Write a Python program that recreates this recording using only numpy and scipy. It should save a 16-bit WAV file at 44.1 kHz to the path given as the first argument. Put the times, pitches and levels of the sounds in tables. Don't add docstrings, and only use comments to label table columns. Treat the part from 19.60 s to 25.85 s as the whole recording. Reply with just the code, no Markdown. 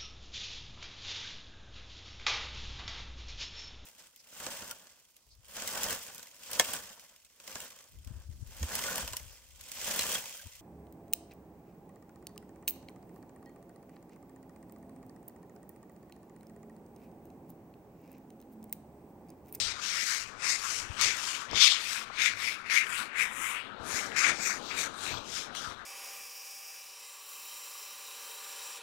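import sys
import numpy as np
from scipy import signal
from scipy.fft import rfft, irfft, next_fast_len
from scipy.io import wavfile
from scipy.ndimage import uniform_filter1d, map_coordinates

SR = 44100
rng = np.random.default_rng(int(sys.argv[2]) if len(sys.argv) > 2 else 0)


def wav_record(signal):
    frames = np.transpose(np.atleast_2d(signal))
    bounded = np.clip(frames, -1, 1)
    quanta = np.round(bounded * 32767).astype(np.int16)
    wavfile.write(sys.argv[1], SR, quanta)


def boost_factor(decibels):
    exponent = np.asarray(decibels, float) / 20
    return 10 ** exponent


N = 275713
FRAME = 256


def unit(x):
    return x / np.sqrt(np.mean(x ** 2) + 1e-20)


def along(points, hz):
    point_hz, value = np.transpose(points)
    return np.interp(np.log(hz + 1), np.log(point_hz + 1), value)


def wobble(rate):
    knots = rng.standard_normal(int(N * rate / SR) + 4)
    return map_coordinates(knots, [np.arange(N) * rate / SR])


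def filtered(x, response):
    size = next_fast_len(N + 8192)
    spectrum = rfft(x, size) * response(np.fft.rfftfreq(size, 1 / SR))
    return irfft(spectrum, size)[..., :N]


def noise(spectrum):
    return unit(filtered(rng.standard_normal(N), lambda hz: boost_factor(along(spectrum, hz))))


def hump(hz, centre, width, steep):
    distance = np.abs(np.log((hz + 1) / centre) * centre / width * 2)
    power = boost_factor(-12 * distance ** steep)
    return power / power.mean(axis=0)


# fastest moment in seconds, speeding up in seconds, slowing down in seconds,
# felt hiss level in dB, centre of the felt hiss in Hz.
STROKES = [(0.012, 0.12, 0.158, -36, 5450), (0.259, 0.089, 0.25, -39, 5160), (0.499, 0.33, 0.2, -35, 5460),
           (0.906, 0.11, 0.11, -32.5, 5940), (1.161, 0.29, 0.12, -38.5, 5970),
           (1.43, 0.049, 0.12, -28.5, 5500), (1.727, 0.48, 0.15, -40.5, 5660),
           (2.039, 0.1, 0.13, -23, 5140), (2.334, 0.24, 0.15, -41.5, 5500),
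           (2.652, 0.11, 0.083, -33.5, 5340), (2.872, 0.14, 0.14, -41.5, 5100),
           (3.155, 0.086, 0.11, -35.5, 5200), (3.379, 0.17, 0.1, -47, 7350),
           (3.622, 0.076, 0.075, -41, 6300), (3.851, 0.18, 0.15, -43.5, 7800),
           (3.957, 0.48, 0.19, -69, 7000), (4.363, 0.13, 0.16, -39.5, 5800),
           (4.587, 0.062, 0.24, -34.5, 5600), (4.688, 0.13, 0.051, -37, 5940),
           (4.864, 0.094, 0.13, -33.5, 6150), (5.211, 0.21, 0.091, -39.5, 6100),
           (5.492, 0.17, 0.15, -45.5, 6900), (5.778, 0.15, 0.11, -40.5, 5400),
           (5.964, 0.055, 0.25, -47.5, 5340)]


def swing(t, follows):
    fastest, rise, fall = np.transpose(STROKES)[:3, :, None]
    away = np.where(t < fastest, (fastest - t) / rise, (t - fastest) / fall)
    loss_db = 15.5 * away ** 1.4 + 7 * away ** 2.77
    return boost_factor(-2 * follows * loss_db)


# moment in seconds, hold in seconds (negative = a sudden
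# stop instead), change in dB while held back.
GRIPS = [(1.413, .015, -7), (3.099, .035, -9), (4.562, .05, -12), (5.95, .06, -10), (3.568, .04, -3),
         (.215, .05, -3), (.82, .05, -4), (1.948, .05, -4), (2.008, .04, -4), (2.585, .05, -6),
         (5.165, .08, -5), (.645, -.06, -4), (.965, -.04, -3), (2.083, -.06, -5), (2.445, -.07, -5),
         (2.96, -.07, -5), (3.216, -.04, -5), (4.08, -.06, -5), (4.72, -.05, -4), (5.275, -.05, -4),
         (6.15, -.06, -5)]


def grip(hz, t):
    change_db = np.zeros(len(t))
    for s, length, db in GRIPS:
        ahead = (s - t) / length
        change_db += db * np.clip(1 - ahead, 0, 1) * (ahead > 0)
    return change_db * np.clip(hz / 4500, .55, 1.25)


# middle in seconds, half length in seconds,
# centre in Hz, half width in Hz, change in dB.
BAND_SHIFTS = [(.47, 0.13, 1700, 300, 5), (.71, 0.067, 3056, 700, -2), (2.04, .07, 1500, 400, 0),
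               (3.195, .03, 2360, 450, 7), (3.302, 0.068, 3970, 560, -20), (3.725, 0.054, 2320, 600, -8),
               (3.76, 0.13, 4300, 460, -16), (3.94, 0.073, 4150, 400, -6), (4.08, 0.075, 6200, 900, -11),
               (4.136, 0.13, 2290, 547, -10), (4.28, 0.044, 10800, 2500, 8), (4.597, 0.29, 1010, 201, -11),
               (4.804, 0.065, 10200, 900, -8), (4.87, .07, 3100, 280, -8), (4.876, 0.086, 9600, 905, -13),
               (5.04, 0.059, 2050, 516, -27), (5.087, 0.072, 10300, 3000, -13.5),
               (5.385, 0.088, 2220, 500, -13.5), (5.492, 0.05, 2510, 350, 6.5), (5.57, 0.071, 9900, 2060, -17),
               (5.61, 0.082, 1980, 463, -17), (5.893, 0.037, 1300, 450, -4), (6.003, 0.068, 1400, 400, 6.5)]


def band_shift(hz, t):
    change_db = np.zeros((len(hz), len(t)))
    for s, length, band_hz, width, db in BAND_SHIFTS:
        change_db += db * np.exp(-((t - s) / length) ** 4 - ((hz - band_hz) / width) ** 2)
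    return change_db


# hollow, edge, board and fine fibres, all in dB
# over the felt, then the arm's echo in dB.
HOLDS = [(-6.5, 0.5, -15.5, -17.9, -0.5), (-8, -8.5, -30, -17.0, 4), (-5, -15, -12.5, -12, 2),
         (-0.5, -8, -12, -17, -10.5), (-9, -12.5, -6, -12, 7.5), (-3, -6.1, -13.5, -17, 2.5),
         (-7, -9.5, -3.5, -11.5, 9.3), (-6.5, -1.9, -17.5, -17.5, 7), (0.5, -3, -3.3, -6, 3),
         (5, -3.5, -10, -13.1, -1.5), (1.5, -6, -2.5, -7.5, 2), (9.5, -6, -7.5, -8.5, -9),
         (8, 4.2, 4, -0.8, 0), (12.5, -14, 3, -4.5, -10.5), (5, -13, -3.5, -3.7, -21),
         (29.5, 13.8, 20.5, -11, 0.6), (-1.5, -9, -2, -8, -2.5), (-5, -10, -10, -16, -4),
         (12, -9, 6.5, -19, -8.5), (1, -18, -6, -11.5, -11.5), (0, -1.2, -5.5, -6.5, -1),
         (3.8, 3, 4.3, -5.5, -2.7), (-7, -6.5, -19, -12.5, 5.7), (-7.5, -0.5, -2.5, -10, 5)]
# frequency in Hz, level in dB per Hz.
FIBRES = [(5000, -48), (7500, -3), (9500, -2.5), (11500, -8.5), (13500, -12.5), (15500, -18)]


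def duster():
    grains_db = 1.1 * wobble(400) + .8 * wobble(70)
    scrape = unit(rng.standard_normal(N) * boost_factor(grains_db))
    hz, t, z = signal.stft(scrape, SR, nperseg=FRAME)
    hz = hz[:, None]
    felt_db, felt_hz = np.transpose(STROKES)[3:]
    hollow_db, edge_db, board_db, fibre_db, echo_db = np.transpose(HOLDS)
    echo = boost_factor(2 * echo_db * np.exp(-((hz - 3010) / 530) ** 2))

    def layer(db, colour, follows):
        return (boost_factor(2 * (felt_db + db)) * colour * echo) @ swing(t, follows)

    def uneven(db, rate):
        return boost_factor(2 * db * np.interp(t, np.arange(N) / SR, wobble(rate)))

    felt = hump(hz, felt_hz, 0.63 * felt_hz, steep=2.01)
    fine = boost_factor(2 * along(FIBRES, hz))
    board = hump(hz, 1350, 750, steep=1.74)
    hollow = hump(hz, 2280, 800, steep=1.07)
    edge = hump(hz, 3750, 1500, steep=1.35)
    board_rest = boost_factor(2 * -46) * board

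    power = layer(6.25, felt, 0.96)
    power += layer(fibre_db + 7.5, fine / fine.mean(), 1.12)
    power += (layer(board_db + 5.5, board, 0.38) + board_rest) * uneven(2, 22)
    power += layer(hollow_db + 6.0, hollow, 0.73) * uneven(1.5, 35)
    power += layer(edge_db + 5.8, edge, 0.78)

    patches = uniform_filter1d(rng.standard_normal(z.shape), 3, axis=0)
    patches = uniform_filter1d(patches, 28, axis=1)
    colour_db = 2.1 * unit(patches) + grip(hz, t) + band_shift(hz, t)
    return signal.istft(z * np.sqrt(power) * boost_factor(colour_db), SR, nperseg=FRAME)[1][:N]


# start in seconds, peak level in dB, centre in Hz,
# width as a share of the centre, time to fall by 60 dB in seconds.
TICKS = [(.545, -24, 4500, 1.8, .003), (.8555, -30, 5000, 1.2, .004), (1.0211, -33, 5000, 1.2, .004),
         (1.4128, -9, 3800, 1.1, .0013), (1.9128, -29, 5400, .3, .006), (3.0995, -22, 2100, .5, .016),
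         (3.2675, -26, 2000, .8, .02), (4.519, -29, 2000, .9, .008), (1.9315, -30, 900, .9, .04),
         (5.951, -28, 2000, 1.8, .012), (1.5693, -26, 5000, 1.2, .003), (1.587, -30, 4000, 1.2, .003),
         (2.121, -33, 1300, .4, .06), (2.5, -36, 950, .8, .04), (3.96, -36, 5000, 1.8, .004),
         (4.564, -24, 2200, 1.2, .012), (5.465, -33, 2400, .3, .015), (5.541, -31, 1200, .5, .012),
         (5.572, -35, 3350, .08, .018)]


def ticks():
    out = np.zeros(N + SR)
    t = np.arange(SR // 40) / SR
    for s, db, hz, width, t60 in TICKS:
        crack = boost_factor(-60 * t / t60) * (rng.standard_normal(len(t)) + 4 * (t == 0))
        pole = np.clip(np.exp(-np.pi * hz * width / SR), 0, .99)
        poles = [1, -2 * pole * np.cos(2 * np.pi * hz / SR), pole ** 2]
        ring = signal.sosfilt([[1, -1.09, 0.13, *poles], [1, -0.92, 0.29, *poles]], crack)
        out[round(s * SR):][:len(t)] += boost_factor(db + 6) * ring / np.abs(ring).max()
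    return out[:N]


# time in seconds, rustle level in dB.
CLOTH = [(0, -48.5), (.45, -58.5), (1.3, -55.5), (2.3, -57.5), (4.0, -54.5), (4.22, -48), (5.5, -49),
         (6.25, -56)]
# middle in seconds, half length in seconds, rustle rise in dB,
# rumble rise in dB.
TUGS = [(0.05, 0.12, -5, 15), (0.71, 0.12, 1, 7), (1.25, 0.11, 3, 15), (1.455, 0.078, 7, 12.5),
        (1.944, 0.052, 10.5, 18.5), (3.58, 0.054, 0, -3), (4.33, 0.12, 2, 0), (4.54, 0.035, 0.5, 10),
        (4.719, 0.069, 6.5, 1), (5.55, 0.077, 3.5, 18), (5.97, 0.025, 6, -5), (6.12, 0.046, 5, 8)]
# frequency in Hz, level in dB per Hz.
RUSTLE = [(60, -8), (140, -4), (220, 1), (500, -0.5), (900, -1.5), (1800, -20.5), (4000, -12), (7000, -49),
          (12000, -70)]
# frequency in Hz, level in dB per Hz.
RUMBLE = [(10, -8.5), (30, -2), (60, -7), (110, 0), (160, -12), (300, -47)]


def cloth():
    t = np.arange(N) / SR
    s, length, *rises_db = np.transpose(TUGS)
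    tugs = np.exp(-((t - s[:, None]) / length[:, None]) ** 2)
    rustle_rise_db, rumble_rise_db = np.array(rises_db) @ tugs
    pull_db = np.interp(t, *np.transpose(CLOTH))
    rustle = unit(noise(RUSTLE) * boost_factor(1.4 * wobble(25)))
    rumble = unit(noise(RUMBLE) * boost_factor(2.5 * wobble(12)))
    return boost_factor(pull_db + rustle_rise_db + 5.5) * rustle + boost_factor(-62.5 + rumble_rise_db) * rumble


# start in seconds, peak level in dB,
# push length in seconds (negative = pull first).
BUMPS = [
    (1.299, -30.5, -.0046),
    (1.9312, -29, .0007),
    (1.934, -43, -.007),
    (4.203, -40, -.004),
    (4.339, -39, -.004),
    (5.532, -38, -.003),
    (6.073, -42, -.0045),
]


def bumps():
    t = np.arange(N) / SR
    pushes = np.zeros(N)
    for s, db, length in BUMPS:
        u = np.clip((t - s) / abs(length), 0, 12)
        pushes += np.sign(length) * boost_factor(db + 9) * np.sin(2.4 * u) * u * np.exp(-.9 * u)
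    return pushes


# frequency in Hz, time to fall by 60 dB in seconds.
ROOM = [(300, 0.15), (2000, 1), (6000, 0.99), (14000, 0.073)]


def room(x):
    hz, t, z = signal.stft(rng.standard_normal(SR // 2), SR, nperseg=FRAME)
    fade = boost_factor(-60 * t / along(ROOM, hz)[:, None])
    tail = signal.istft(z * fade, SR, nperseg=FRAME)[1]
    late = np.pad(x, (300, 0))
    return signal.fftconvolve(late, tail / np.linalg.norm(tail))[:N]


def hum():
    level = boost_factor(-63.5 + 3 * wobble(9))
    hz = 222 + 14 * wobble(13)
    return level * np.sin(2 * np.pi * np.cumsum(hz) / SR)


def scene():
    wiping = duster() + ticks()
    microphone = wiping + boost_factor(-23) * room(wiping) + cloth() + bumps() + hum()
    return np.array([microphone, np.zeros(N)])


# frequency in Hz, level in dB per Hz.
HISS = [(30, 4), (400, 0), (7000, -3), (15000, -7)]


def idle_channel(left):
    def leak(hz):
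        lag = np.exp(-2j * np.pi * hz * 1.2 / SR)
        return lag / (1 + 1j * hz / 205) / (1 + 1j * hz / 5500)

    return boost_factor(-27.5) * filtered(left, leak) + boost_factor(-80) * noise(HISS)


def top_cut(x):
    return signal.sosfilt(signal.butter(12, 15870, fs=SR, output="sos"), x)


def record(dry):
    left = dry[0] / (1 + np.abs(dry[0] / .99) ** 12) ** (1 / 12)
    right = idle_channel(left)
    mix = filtered(np.array([left, right]), lambda hz: hz < 15850)
    return top_cut(mix)


dry = scene()
out = record(dry)
wav_record(out)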